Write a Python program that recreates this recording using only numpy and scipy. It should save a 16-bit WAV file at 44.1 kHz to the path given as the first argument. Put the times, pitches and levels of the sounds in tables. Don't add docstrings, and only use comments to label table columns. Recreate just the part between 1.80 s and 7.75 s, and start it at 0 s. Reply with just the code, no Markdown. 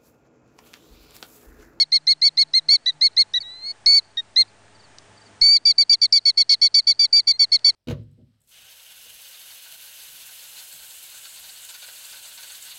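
import sys
import numpy as np
from scipy import signal
from scipy.fft import rfft, irfft
from scipy.io import wavfile
from scipy.ndimage import uniform_filter1d

SR = 44100
rng = np.random.default_rng(int(sys.argv[2]) if len(sys.argv) > 2 else 0)


def pcm_store(signal):
    levels = np.round(np.clip(np.atleast_2d(signal), -1, 1) * 32767)
    wavfile.write(sys.argv[1], SR, levels.astype(np.int16).T)


N = 262386

# (start [s], length [s], base level [dB],
# first pitch [Hz], top pitch [Hz], onset of strong-weak cycles [share of length], their strength [dB])
NOTES = [(-.0261, 0.067, -11.5, 3800, 4413, 0.2, -21), (0.1178, 0.064, -12, 3940, 4365, 0.43, -22.5),
         (0.2683, 0.069, -12.5, 3896, 4378, 0.57, -24), (0.4152, .077, -12, 3950, 4507, .46, -22),
         (0.571, .067, -13.5, 3910, 4402, 0.49, -24), (0.734, .064, -15, 3830, 4277, 0.82, -17.5),
         (0.8844, 0.085, -13.5, 4100, 4526, 0.17, -24), (1.058, 0.053, -19.5, 3730, 4012, 0.35, -46.5),
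         (1.21, 0.072, -15, 3870, 4406, 0.7, -27.5), (1.3657, 0.067, -15.5, 3740, 4375, 0.6, -25),
         (1.5348, 0.056, -22.5, 3680, 3952, 0.06, -44.5), (2.0595, .14, -15, 4176, 4460, 0.4, -37.5),
         (2.368, .043, -27.5, 3770, 3748, 0.46, -40.5), (2.5593, 0.072, -17, 3770, 4278, 0.23, -56),
         (3.612, .17, -12.5, 4220, 4534, .86, -22), (3.85, 0.076, -14, 4674, 4612, .23, -21.5),
         (3.9781, .06, -12, 4515, 4610, 0.54, -20), (4.0922, 0.066, -11.5, 4650, 4614, .54, -17),
         (4.2129, 0.054, -12.5, 4637, 4550, 0, -22), (4.3223, 0.071, -10.5, 4610, 4587, 0.38, -20.5),
         (4.4514, 0.062, -11.5, 4390, 4475, 0.2, -21), (4.5712, .061, -11.5, 4320, 4500, 0.17, -19.5),
         (4.6909, 0.063, -12, 4410, 4445, 0, -20), (4.8134, 0.068, -11, 4340, 4523, 0.05, -19.5),
         (4.9404, .069, -11, 4502, 4565, .09, -19.5), (5.0673, 0.063, -12, 4470, 4565, 0.11, -19),
         (5.1893, 0.077, -13.5, 4703, 4585, 0, -20), (5.3245, .087, -11.5, 4580, 4642, 0.37, -24),
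         (5.4685, 0.06, -13, 4470, 4593, 0.15, -19), (5.591, 0.063, -13, 4460, 4525, 0.13, -21),
         (5.716, 0.056, -13.5, 4220, 4470, 0.26, -19), (5.842, 0.069, -13, 4440, 4537, 0, -19)]
# (time before stretching [s], gain [dB])
ONSET = [(-.004, -110), (0, -30), (.002, -13), (.003, -19), (.0045, -3), (.007, 0)]
# (time [s], loudest partial [Hz], base level [dB])
WHISTLE = [(1.6, 4450, -81.5), (1.606, 4530, -36.5), (1.62, 4490, -37.5), (1.634, 3780, -47),
           (1.67, 3880, -43), (1.81, 4130, -49), (1.84, 4196, -40), (1.865, 4353, -36), (1.914, 4410, -35),
           (1.926, 4315, -59.5)]
# (time [s], loudest partial [Hz], base level [dB])
SHORT_WHISTLE = [(5.53, 4250, -60), (5.537, 4180, -35.5), (5.567, 4230, -40.5), (5.575, 4096, -69)]
# (multiple of the loudest [ratio], gain [dB], gain per 100 Hz below 4500 Hz [dB])
OVERTONES = [(0.5, -22.5, 1.0), (1.0, 1, 0.0), (1.5, -24.5, 0.0), (2.0, -31, 0.5)]
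# (multiple of the loudest partial [ratio], gain [dB])
HALF_LINES = [(0.25, -24.5), (0.75, -6), (1.25, 2), (2.25, -9)]
# (start [s], length [s], gain [dB])
CHIRPS = [(0.2, 0.018, -66), (2.677, 0.016, -64), (2.947, 0.021, -62.5), (2.993, 0.025, -62.5),
          (3.032, 0.031, -62), (3.37, 0.019, -62.5), (3.414, 0.014, -60.5), (3.454, 0.027, -62.5)]
# (start [s], gain before resonance [dB], centre [Hz])
TICKS = [(3.185, -34.5, 4720), (5.792, -30, 3400)]
# (time [s], pitch [Hz], level of the fundamental [dB])
HIGH_HUM = [(0, 148.8, -61.5), (.77, 153.4, -67.5), (.89, 151.4, -61.5), (.93, 143.8, -67.5),
            (1.05, 152.8, -91.5), (1.16, 151, -57.5), (1.27, 143.7, -85.5)]
LOW_HUM = [(1.22, 101.4, -79), (1.33, 100.8, -70.5), (2.1, 101.6, -76), (2.38, 101, -70.5),
           (3.5, 104.2, -69.5), (5.95, 107.6, -67.5)]
# (time [s], level [dB])
RUMBLE = [(0, -80), (.7, -71), (2.3, -81), (3.0, -72), (3.7, -69.5), (4.3, -84), (5.95, -85.5)]
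# (frequency [Hz], density [dB])
AIR_SPECTRUM = [(30, -12), (300, -13.5), (800, -14.5), (1820, -14), (2200, -17.5), (4600, -23),
                (10300, -25.5)]
# (centre [Hz], width of each resonance [Hz], level [dB])
DRONES = [(660, 170, -71.5), (866.5, 55, -73), (1725, 47, -85)]

CLIMB_POWER, SAG_POWER = 1.9, 2
LONG_CRY_S, CRY_CLIMB_S = .1, .037
FALL_S, SLACK_HZ, SAG_SHARE = .027, 3400, .56
FULL_SAG_DB, SAG_RANGE_DB = -22.25, 6.5
PUSH_FROM_S, PUSH_S, PUSH_HZ = .08, .03, 83.33
SETTLE_HZ, SETTLE_S = 159, .0015
SQUEAK_STRETCH, STRETCH_PER_100_HZ = .6, .09
FIRST_DB, SWELL_DB_PER_100_HZ = 1, .77
FADE_S, FADE_DB, FADE_SHARE = .019, 22.5, .3
EVEN_AGAIN_S = .009
RASP_LOSS_DB_PER_100_HZ = 1.13
HALF_LINE_RASP = 1.8
SLAP_DB, SLAP_S = -56.5, .086
ECHO_DB, ECHO_T60_S, ECHO_START_S = -49.5, 1, .05
AIR_DB = -61
HOLD_DB, RELEASE_DB_PER_S, MOST_GAIN_DB, ATTACK_S = -10.8, 5.5, 8, .001
HELD_AT_START_DB = -9
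OFFSET, BLOCK_HZ = -.025, 4.5
TOP, HISS_DB, CUTOFF_HZ = 1, -69.5, 10450


def amp(db):
    return 10 ** (np.asarray(db) / 20)


def rms_one(x):
    return x / np.sqrt(np.mean(x ** 2) + 1e-20)


def drift(rate_hz):
    sos = signal.butter(6, rate_hz, fs=SR, output="sos")
    return rms_one(signal.sosfilt(sos, rng.standard_normal(N + SR))[SR:])


def in_time(rows):
    s, hz, db = np.transpose(rows)
    t = np.arange(N) / SR
    return np.interp(t, s, hz), amp(np.interp(t, s, db, left=-150, right=-150))


def resonate(x, hz, width_hz):
    r = np.exp(-np.pi * width_hz / SR)
    poles = [1, -2 * r * np.cos(2 * np.pi * hz / SR), r * r]
    return signal.lfilter([(1 - r * r) / 2, 0, (r * r - 1) / 2], poles, x)


def bird():
    notes = voice(*note_controls(), rasp=.065)
    whistles = sum(voice(*in_time(rows), 1, 0, rasp=.07) for rows in (WHISTLE, SHORT_WHISTLE))
    return notes + whistles


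def note_pitch(t, lead, length, db, first_hz, top_hz, squeak_hz):
    climb_s = CRY_CLIMB_S if length > LONG_CRY_S else length - FALL_S
    climb = np.clip(1 - t / climb_s, 0, 1) ** CLIMB_POWER
    sag_depth = np.clip(1 + (db - FULL_SAG_DB) / SAG_RANGE_DB, .1, 1)
    sag = sag_depth * np.clip(1 - (length - t) / FALL_S, 0, 1) ** SAG_POWER
    hz = top_hz - (top_hz - first_hz) * climb - SAG_SHARE * (top_hz - SLACK_HZ) * sag
    hz += PUSH_HZ * np.clip((t - PUSH_FROM_S) / PUSH_S, 0, 1)
    hz += (squeak_hz - first_hz) * np.interp(lead, [.0027, .0037], [1, 0])
    return hz - SETTLE_HZ * np.exp(-np.maximum(t, 0) / SETTLE_S)


def note_level_db(t, lead, length, db, first_hz, top_hz):
    left = length - t
    swell_db = FIRST_DB - SWELL_DB_PER_100_HZ * (top_hz - first_hz) / 100
    swell = np.clip(1 - t / (length - FADE_S), 0, 1)
    fade = np.clip(1 - left / min(FADE_S, FADE_SHARE * length), 0, 1) ** 1.93
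    onset_db = np.interp(lead, *np.transpose(ONSET))
    cut_db = np.interp(-left, [0, .005], [0, -70])
    return db + swell_db * swell - FADE_DB * fade + onset_db + cut_db


def note_controls():
    hz, gain, opening, uneven = np.full(N, 4400.), np.zeros(N), np.zeros(N), np.zeros(N)
    flicker = np.clip(.29 + drift(45), .1, 1.5)
    squeaks_hz = rng.uniform(4850, 5300, len(NOTES))
    for (start, length, db, first_hz, top_hz, on, uneven_db), squeak_hz in zip(NOTES, squeaks_hz):
        first = max(round((start - .004) * SR), 0)
        at = np.arange(first, min(round((start + length + .005) * SR), N))
        t = at / SR - start
        left = length - t
        stretch = np.clip(SQUEAK_STRETCH + STRETCH_PER_100_HZ * (top_hz - first_hz) / 100, .4, 1.4)
        lead = t + np.minimum(t - .0045, 0) * (1 / stretch - 1)
        hz[at] = note_pitch(t, lead, length, db, first_hz, top_hz, squeak_hz)
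        gain[at] = amp(note_level_db(t, lead, length, db, first_hz, top_hz))
        opening[at] = np.clip((t - .003) / .0039, 0, 1) * np.clip((left - .004) / .0024, 0, 1)
        ramp = np.clip(np.minimum(t - on * length, left - EVEN_AGAIN_S) / .0019 + .5, 0, 1)
        uneven[at] = amp(uneven_db) * ramp + amp(-67 + 203 * length) * flicker[at]
    return [uniform_filter1d(c, size=40) for c in (hz, gain, opening, uneven)]


def turbulence(lower, opening, rasp):
    fast, slow = (drift(rate) + 1j * drift(rate) for rate in (500, 90))
    fast = .6 * fast + 2 * resonate(fast, 370, 170)
    fast = (fast + .4 * signal.hilbert(fast.real)) * amp(2.5 * drift(40))
    depth = rasp * amp(3.3 * drift(8) - RASP_LOSS_DB_PER_100_HZ * lower)
    return 1 + depth * (2.2 - 1.63 * opening) * fast + .092 * slow


def voice(hz, gain, opening, uneven, rasp):
    phase = 2 * np.pi * np.cumsum(hz) / SR
    lower = (4500 - hz) / 100
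    shake = turbulence(lower, opening, rasp)
    out = np.zeros(N)
    for multiple, db, slope_db in OVERTONES:
        if multiple == 1.5:
            db = db + np.minimum(0, .45 * (20 * np.log10(gain + 1e-9) + 30))
        if multiple == 2:
            db = db - np.maximum(0, 4150 - hz) * gain * .71
        partial = (1 + multiple * (shake - 1)) * np.exp(1j * multiple * phase)
        out += amp(db + slope_db * lower) * (1 if multiple == 1 else opening) * partial.imag
    waver = uneven * opening * amp(2.5 * drift(60))
    half_shake = 1 + HALF_LINE_RASP * (shake - 1)
    for multiple, db in HALF_LINES:
        line = half_shake * np.exp(1j * multiple * (phase + 1))
        out += amp(db) * waver * line.imag
    return np.sqrt(2) * gain * out


def surroundings(x):
    t = np.arange(SR) / SR
    tail = rng.standard_normal(SR) * amp(-60 * t / ECHO_T60_S) * np.clip(t / ECHO_START_S, 0, 1)
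    tail /= np.sqrt(np.sum(tail ** 2))
    flutter = amp(4 * drift(15)) * drift(200)
    slap = amp(SLAP_DB + 2.7 * drift(44)) * np.pad(x, (round(SLAP_S * SR), 0))[:N]
    return slap + amp(ECHO_DB) * flutter * signal.fftconvolve(x, tail)[:N]


def far_chirps():
    out = np.zeros(N)
    for start, length, db in CHIRPS:
        t = np.arange(round(length * SR)) / SR
        phase = 2 * np.pi * np.cumsum(4800 - 20000 * t) / SR
        envelope = np.sqrt(2 * np.sin(np.pi * t / length))
        out[round(start * SR):][:len(t)] += amp(db) * envelope * np.sin(phase)
    return out


def ticks():
    out, t = np.zeros(N), np.arange(1500) / SR
    for start, db, hz in TICKS:
        burst = rng.standard_normal(1500) * amp(-60 * t / .015)
        burst = resonate(resonate(burst, hz, hz * .7), hz, hz * .7)
        out[round(start * SR):][:1500] += amp(db) * burst
    return out


def hum(rows, overtones):
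    hz, gain = in_time(rows)
    phase = 2 * np.pi * np.cumsum(hz + 1.5 * drift(8)) / SR
    tone = np.sin(phase)
    for harmonic, share in enumerate(overtones, start=2):
        tone += share * np.sin(harmonic * phase)
    return np.sqrt(2) * gain * amp(1.5 * drift(6.6)) * tone


def rumble():
    s, db = np.transpose(RUMBLE)
    sos = signal.butter(2, [70, 450], "band", fs=SR, output="sos")
    band = rms_one(signal.sosfilt(sos, rng.standard_normal(N)))
    return amp(np.interp(np.arange(N) / SR, s, db) + 2.5 * drift(6)) * band


def distance():
    hz = np.maximum(np.fft.rfftfreq(N, 1 / SR), 1)
    spectrum_hz, spectrum_db = np.transpose(AIR_SPECTRUM)
    colour = amp(np.interp(np.log(hz), np.log(spectrum_hz), spectrum_db))
    out = amp(AIR_DB) * rms_one(irfft(rfft(rng.standard_normal(N)) * colour, N))
    for centre_hz, width_hz, db in DRONES:
        drone = resonate(rng.standard_normal(N), centre_hz, width_hz)
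        out += amp(db) * rms_one(resonate(drone, centre_hz, width_hz))
    return out


def scene():
    call = bird()
    hums = hum(HIGH_HUM, [.34]) + hum(LOW_HUM, [.38, .2, .35])
    return (call + surroundings(call) + far_chirps() + ticks() + hums + rumble() + distance())[None]


def record(dry):
    power = uniform_filter1d(dry[0] ** 2, size=600)
    level_db = 10 * np.log10(np.maximum(power, 1e-12))
    level_db[0] = HELD_AT_START_DB
    ramp = RELEASE_DB_PER_S * np.arange(N) / SR
    held_db = np.maximum.accumulate(np.maximum(level_db, HOLD_DB - MOST_GAIN_DB) + ramp) - ramp
    gain_db = HOLD_DB - held_db
    r = np.exp(-1 / (ATTACK_S * SR))
    gain_db = signal.lfilter([1 - r], [1, -r], gain_db - gain_db[0]) + gain_db[0]
    gained = (dry + OFFSET) * amp(gain_db) - OFFSET * amp(gain_db[0])
    rounded = TOP * np.tanh(gained / TOP)
    hissing = rounded + amp(HISS_DB) * rng.standard_normal(N)
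    blocked = signal.sosfilt(signal.butter(1, BLOCK_HZ, "high", fs=SR, output="sos"), hissing)
    return signal.sosfilt(signal.cheby2(12, 50, CUTOFF_HZ, fs=SR, output="sos"), blocked)


dry = scene()
out = record(dry)
pcm_store(out)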